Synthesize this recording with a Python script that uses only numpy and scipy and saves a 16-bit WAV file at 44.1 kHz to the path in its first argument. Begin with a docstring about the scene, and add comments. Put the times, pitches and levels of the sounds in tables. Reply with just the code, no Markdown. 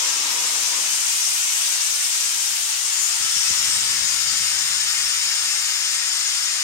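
"""Compressed air hisses from the drain valve of a compressor tank and fans out over a workshop floor mat.
At first the spreading air adds a hollow roar, which fades around 1 s as the hand-held microphone moves on.
At 3 s the microphone swings closer: the outlet's ringing tones stand out, and puffs and a gust buffet
its two ports (the left and right openings). All the way to the end the tank's pressure falls,
so the hiss slowly eases and loses its highest fizz."""
import sys
import numpy as np
from scipy import signal
from scipy.io import wavfile
from scipy.ndimage import uniform_filter1d

SR = 44100
rng = np.random.default_rng(int(sys.argv[2]) if len(sys.argv) > 2 else 0)


def bounce(signal):
    """Save signal as a 16-bit WAV file at the path given by the first command-line argument."""
    frames = np.transpose(np.atleast_2d(signal))
    limited = np.clip(frames, -1, 1)
    pcm = np.round(limited * 32767).astype(np.int16)
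    wavfile.write(sys.argv[1], SR, pcm)


N = 292383
FRAME, HOP = 4096, 1024  # noise is shaped in short overlapping frames: length and step in samples
HZ = np.fft.rfftfreq(FRAME, 1 / SR)
TIMES = np.arange(N // HOP + 3) * HOP / SR


def gain_of(db):
    """Turns decibels into a factor to multiply by."""
    return 10 ** (np.asarray(db) / 20)


def unit_power(db, low_hz=0, high_hz=SR):
    """Turns a shape in dB into gains whose power adds up to 1 inside a band."""
    gain = gain_of(db)
    in_band = (HZ >= low_hz) & (HZ <= high_hz)
    return gain / np.sqrt(np.sum(gain ** 2 * in_band, axis=-1, keepdims=True))


def over_pitch(points):
    """Joins (pitch [Hz], value) points into a curve on a logarithmic pitch scale."""
    hz, value = np.transpose(points)
    return np.interp(np.log(HZ + 1), np.log(hz), value)


def over_time(points):
    """Joins (time [s], value) points into a curve with one value a frame."""
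    return np.interp(TIMES, *np.transpose(points))[:, None]


def humps(rows):
    """Adds up bell shapes given as (pitch [Hz], width [Hz], height)."""
    return sum(height * .5 ** ((2 * (HZ - hz) / width) ** 2) for hz, width, height in rows)


def ease(middle_s, length_s):
    """A smooth move from 0 to 1."""
    return .5 + .5 * np.sin(np.pi * np.clip((TIMES[:, None] - middle_s) / length_s, -.5, .5))


def patches(span_s, span_hz):
    """Smooth random ups and downs over time and pitch, of typical size 1, one set for each port."""
    white = rng.standard_normal((2, len(TIMES), len(HZ)))
    per_s = np.fft.fftfreq(len(TIMES), HOP / SR)[:, None]
    per_hz = np.fft.rfftfreq(len(HZ), SR / FRAME)
    blur = np.exp(-(per_s * span_s) ** 2 - (per_hz * span_hz) ** 2)
    field = np.fft.irfft2(np.fft.rfft2(white) * blur, white.shape[1:])
    return field / np.sqrt(np.mean(field ** 2) + 1e-20)


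def port_noise(alike):
    """Frames of noise for both ports; alike is 0 for unrelated sides and near 1 for matching ones."""
    a, b, c, d = rng.standard_normal((4, len(TIMES), len(HZ)))
    alike = alike / np.maximum(abs(alike) / .97, 1)
    left = a + 1j * b
    right = alike * left + np.sqrt(1 - abs(alike) ** 2) * (c + 1j * d)
    return np.array([left, right])


def to_sound(frames):
    """Overlaps the frames into a stereo sound."""
    _, sound = signal.istft(frames, nperseg=FRAME, noverlap=FRAME - HOP, time_axis=1, freq_axis=2)
    return sound[:, :N] * np.sqrt(3 / 4)


def slap(decay_s, rise_s=0.0028, snap_s=0.0021, fall_s=0.0098):
    """A jump in pressure hits a port; its low parts come late, so the thump falls in pitch."""
    t = np.arange(FRAME) / SR
    hz = 35 + 180 * np.exp(-t / fall_s) + 750 * np.exp(-t / snap_s)
    envelope = (1 - np.exp(-t / rise_s)) * np.exp(-t / decay_s)
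    return envelope * np.sin(2 * np.pi * np.cumsum(hz) / SR)


def gust(peak_s, db, rise_s=0.4, fall_db_per_s=8):
    """The strength of a gust that swells quickly and dies away slowly."""
    t = TIMES[:, None] - peak_s
    swell = np.exp(-(np.minimum(t, 0) / rise_s) ** 2)
    return swell * gain_of(db - fall_db_per_s * np.maximum(t, 0))


# gusts that reach the microphone: (time of peak [s], level [dB])
DRAUGHT_GUSTS = [(.15, -58.5), (3.85, -44.5)]
# the deep tone of their rumble: (pitch [Hz], relative level [dB])
DRAUGHT_TONE = [(15, -20), (35, -10), (70, 0), (130, -1), (250, -8.5), (500, -16), (800, -24), (1300, -45),
                (3000, -54)]
def draught(still_air_db=-80, lumpy_db=2.2, eddies_per_s=22, eddy_db=9, lean_left_db=1.5):
    """Stirred air rumbles on each port in an uneven flow; small swirls (eddies) in it slap the ports."""
    flow = np.hypot(gain_of(still_air_db), sum(gust(*row) for row in DRAUGHT_GUSTS))
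    flow = flow * gain_of(lumpy_db * patches(span_s=0.031, span_hz=3000)[..., :1])
    level = np.array([np.interp(np.arange(N) / SR, TIMES, port[:, 0]) for port in flow])
    rumble = to_sound(port_noise(alike=0.071) * unit_power(over_pitch(DRAUGHT_TONE)))
    hits = rng.random((2, N)) < eddies_per_s / SR
    eddies = signal.oaconvolve(gain_of(eddy_db) * hits, slap(decay_s=0.005)[None])[:, :N]
    return (rumble + eddies) * level * gain_of([[lean_left_db], [-lean_left_db]])


# puffs during the swing closer: (time [s], strength [dB], decay time [s])
AIR_PUFFS = [(3.204, -36, 0.012), (3.240, -38, 0.013), (3.362, -36, 0.017), (3.502, -30.5, 0.014)]
def puffs(boost_db=1.5, right_db=-10):
    """Single puffs of air slap the microphone, mostly on the left port."""
    thumps = np.zeros(N)
    for start_s, db, decay_s in AIR_PUFFS:
        thumps[round(start_s * SR):][:FRAME] += gain_of(db + boost_db) * slap(decay_s)
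    return thumps * gain_of([[0], [right_db]])


# the tone of air rushing over the floor: (pitch [Hz], relative level [dB])
ROAR_TONE = [(40, -31), (150, -13), (290, -1), (420, -3.5), (700, -0.5), (1100, 6.5), (1700, -12),
             (2600, 4), (6000, -45)]
# notes at which the hollows near the floor ring: (pitch [Hz], width [Hz], boost [dB])
HOLLOW_NOTES = [(494, 34, 7.4), (680, 45, 3.5), (950, 56, 9), (1220, 100, 4), (1980, 110, 6.7)]
def floor_roar(start_db=-35, fall_db_per_s=1.5, leave_db=10.5, ripple_db=3.5, lean_left_db=1):
    """Air spreading over the floor rings the hollows under the tank and pallet."""
    db = start_db - fall_db_per_s * TIMES[:, None]  # the pressure falls
    db = db - leave_db * ease(middle_s=0.93, length_s=0.55)  # the microphone moves away
    db = db + ripple_db * patches(span_s=0.17, span_hz=34)[0]
    tone = unit_power(over_pitch(ROAR_TONE) + humps(HOLLOW_NOTES))
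    roar = to_sound(port_noise(alike=0.26) * tone * gain_of(db))
    return roar * gain_of([[lean_left_db], [-lean_left_db]])


def reflections(drifting_db=3.0, standing_db=1.76):
    """Walls and floor add narrow peaks and dips, in dB: some drift with the hand, some stay."""
    ripple = drifting_db * patches(span_s=0.26, span_hz=38)
    ripple = ripple + standing_db * patches(span_s=6.3, span_hz=38.5)
    ripple = ripple * over_pitch([(500, 1.37), (2200, 1.16), (5000, 1.04), (9000, 0.58)])  # highs blur
    nearby_power = uniform_filter1d(gain_of(ripple) ** 2, size=45, axis=-1)
    return ripple - 10 * np.log10(nearby_power)  # wide bands keep their loudness


# how alike left and right are in the hiss; its treble alternates between wide and centred bands:
# (pitch [Hz], likeness [clipped to -1..1])
STEREO_LIKENESS = [(100, 0.19), (600, -0.28), (2200, 0.013), (5000, -0.039), (7500, 0.095), (8800, -0.022),
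                   (9600, -0.011), (10200, -0.97), (10700, -1.96), (11200, 1), (12600, 1), (13200, -0.58),
                   (14200, -.95), (15200, 0.54)]
# sound arriving straight from the outlet: (pitch [Hz], width [Hz], share [0-1], right port's delay [s])
STRAIGHT_BANDS = [(1900, 2000, 0.54, 0.00011), (3310, 1020, 0.75, 0.000141), (5400, 1000, .72, 0.00014),
                  (6800, 900, 0.6, 0.00017), (8600, 860, 1, 0.000096)]
def port_likeness(facing):
    """How alike the ports sound; facing the outlet adds straight sound that reaches the left first."""
    straight = sum(humps([(hz, width, share)]) * np.exp(-2j * np.pi * HZ * delay_s)
                   for hz, width, share, delay_s in STRAIGHT_BANDS)
    return np.clip(over_pitch(STEREO_LIKENESS), -1, 1) + facing ** 2 * straight


# bright and dull beams of the jet's sound:
# (time [s], length [s], pitch [Hz], width [Hz], boost [dB], share on the right port [0-1])
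JET_BEAMS = [(1.25, 0.055, 6100, 1300, 4, .1), (1.6, 0.78, 8850, 1400, 1, 1),
             (2.72, 0.18, 5500, 1400, -2.5, 0.1), (2.9, 0.41, 2440, 500, -2.8, 0.7),
             (3.052, 0.2, 3780, 800, -4.5, 0.3), (3.033, 0.14, 6950, 750, 7, .1),
             (3.22, 0.2, 8800, 450, 5, 0), (3.25, 0.24, 3250, 450, 2.8, 0.5),
             (3.455, 0.25, 5670, 696, 4.5, 1), (3.72, 0.26, 3200, 800, 2, 0),
             (3.775, 0.25, 8350, 1200, 3.5, 1), (4.3, 0.7, 8200, 1400, -0.5, 0.2),
             (4.95, 1.3, 3100, 1100, 0.5, 0.5)]
def beams():
    """Each beam lifts or lowers one band of the hiss, in dB, while the microphone passes through it."""
    db = 0
    for time_s, length_s, hz, width, boost_db, right_share in JET_BEAMS:
        sides = np.array([[[1]], [[np.clip(right_share, 0, 1)]]])
        passing = .5 ** ((2 * (TIMES[:, None] - time_s) / length_s) ** 2)
        db = db + sides * passing * humps([(hz, width, boost_db)])
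    return db


# the right port's own tone: (pitch [Hz], width [Hz], boost [dB])
RIGHT_TONE = [(2570, 900, 3.4), (5060, 1600, -0.5), (6130, 760, 5.5), (7500, 650, 7.5), (8160, 430, 5)]
# what it gains or loses when facing the outlet: (pitch [Hz], width [Hz], boost [dB])
RIGHT_FACING_TONE = [(3600, 900, 2.5), (5200, 1200, 4.5), (7500, 1560, -4), (9000, 1300, -1.5)]
# the hand turns it away: (start [s], end [s], extra shadow [dB per 10 dB of left boost], flat loss [dB])
HAND_TURNS = [(2.307, 3.28, 1.5, 0.3), (3.96, 4.368, 1, 2), (4.4, 4.8, 3.5, 0)]
def right_port(facing, left_boost_db, shadow_db=14, turn_s=0.22):
    """How the right port differs from the left, in dB: the microphone's body shadows it."""
    shadow_shape = left_boost_db / 10  # it loses most where the left port gains most
    db = humps(RIGHT_TONE) + facing * humps(RIGHT_FACING_TONE) - shadow_db * shadow_shape
    for start_s, end_s, extra_db, loss_db in HAND_TURNS:
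        turned = ease(start_s, turn_s) - ease(end_s, turn_s)
        db = db - turned * (extra_db * shadow_shape + loss_db)
    return db


def emptying_tank(start_db=-16.5, fall_db_per_s=0.3918, closer_db=2.5, build_s=1.4, waver_db=0.9):
    """The hiss's level in dB: it sinks with the pressure and steps up as the microphone swings closer."""
    t = TIMES[:, None]
    closer = ease(middle_s=3.21, length_s=0.97)
    hiss_db = start_db - fall_db_per_s * t + closer_db * closer
    # large eddies make the low body of the sound
    body_db = -0.5 - 0.5 * t + 0.5 * closer
    body_share = over_pitch([(300, 1.0), (700, 0.69), (1400, 0.5), (2600, 0.35), (5000, 0.04)])
    # the smallest make the high fizz, which builds up, wavers and fades
    fizz_db = 2 - 1.18 * t - 0.3 * closer - 6.5 * np.maximum(1 - t / build_s, 0)
    fizz_db = fizz_db + waver_db * patches(span_s=0.069, span_hz=6000)[0]
    fizz_share = over_pitch([(7000, 0.074), (10500, 0.89)])
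    return hiss_db + body_db * body_share + fizz_db * fizz_share


# the tone of the hiss: (pitch [Hz], relative level [dB])
HISS_TONE = [(40, -31), (120, -28), (250, -19.5), (350, -16), (470, -22.5), (700, -12.5), (1050, -6.5),
             (2000, -4.5), (3000, -0.63), (4300, -1), (5600, -1.91), (7500, -1.44), (9600, -1.25),
             (12000, -7.3), (13200, -14), (15600, -14.5)]
# notes at which the outlet and tank ring: (pitch [Hz], width [Hz], boost [dB])
OUTLET_NOTES = [(8837, 800, 6.5), (4000, 510, 0.1), (821, 36, 4), (884, 43, 2), (1640, 27, -0.5)]
# how squarely the microphone faces the outlet: (time [s], share [0-1])
FACING_OUTLET = [(0, 0.4), (1.5, 0), (2.9, 0.27), (3.35, 0.73), (3.75, 0.85), (4.2, 0.8), (4.9, 1),
                 (6.63, 0.92)]
# peaks and dips heard from in front of the jet: (pitch [Hz], width [Hz], boost [dB])
FRONT_NOTES = [(1300, 320, 5), (1860, 750, 7), (3390, 1340, 2), (6160, 860, -4.5), (6900, 800, 5),
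               (8090, 560, -3.5), (8640, 620, 5.5)]
# a breathy whistle in front, which sinks as the microphone crosses the jet: (time [s], pitch [Hz])
WHISTLE_PITCH = [(3.4, 5350), (3.75, 5400), (4.15, 4980), (4.7, 5270), (6.63, 5150)]
# the left port brings out the sharp part of the hiss: (pitch [Hz], boost [dB])
LEFT_BOOST = [(100, 0), (1500, 0.5), (2800, 1.3), (4200, 2), (5200, 8), (6200, 11.5), (7200, 8),
              (8100, 6.5), (8800, -4), (10000, 0)]
def jet(whistle_width_hz=930, whistle_db=5.5, flutter_db=0.81, right_missed_share=0.48):
    """Air churning at the valve hisses, coloured by the ringing outlet and the room's reflections."""
    facing = np.clip(over_time(FACING_OUTLET), 0, 1)
    whistle = humps([(over_time(WHISTLE_PITCH), whistle_width_hz, whistle_db)])
    front_db = facing * (humps(FRONT_NOTES) + whistle)
    left_boost_db = over_pitch(LEFT_BOOST)
    tone_db = over_pitch(HISS_TONE) + humps(OUTLET_NOTES) + front_db + left_boost_db
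    tone = unit_power(tone_db, low_hz=4600, high_hz=8000)
    left_db = emptying_tank()
    right_db = left_db + right_port(facing, left_boost_db) - right_missed_share * front_db
    db = np.array([left_db, right_db]) + beams() + reflections()
    db = db + flutter_db * patches(span_s=0.0098, span_hz=1750)[0]
    return to_sound(port_noise(port_likeness(facing)) * tone * gain_of(db))


def scene():
    """The jet, its roar on the floor, its draught and its puffs, added together."""
    return jet() + floor_roar() + draught() + puffs()


def record(dry, bass_cut_hz=32, treble_cut_hz=15850):
    """The recorder cuts the deepest bass and the highest treble."""
    bass_cut = signal.butter(N=4, Wn=bass_cut_hz, btype="high", fs=SR, output="sos")
    treble_cut = signal.firwin(511, treble_cut_hz, window=("kaiser", 9), fs=SR)
    return signal.oaconvolve(signal.sosfilt(bass_cut, dry), treble_cut[None], "same")


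dry = scene()
out = record(dry)
bounce(out)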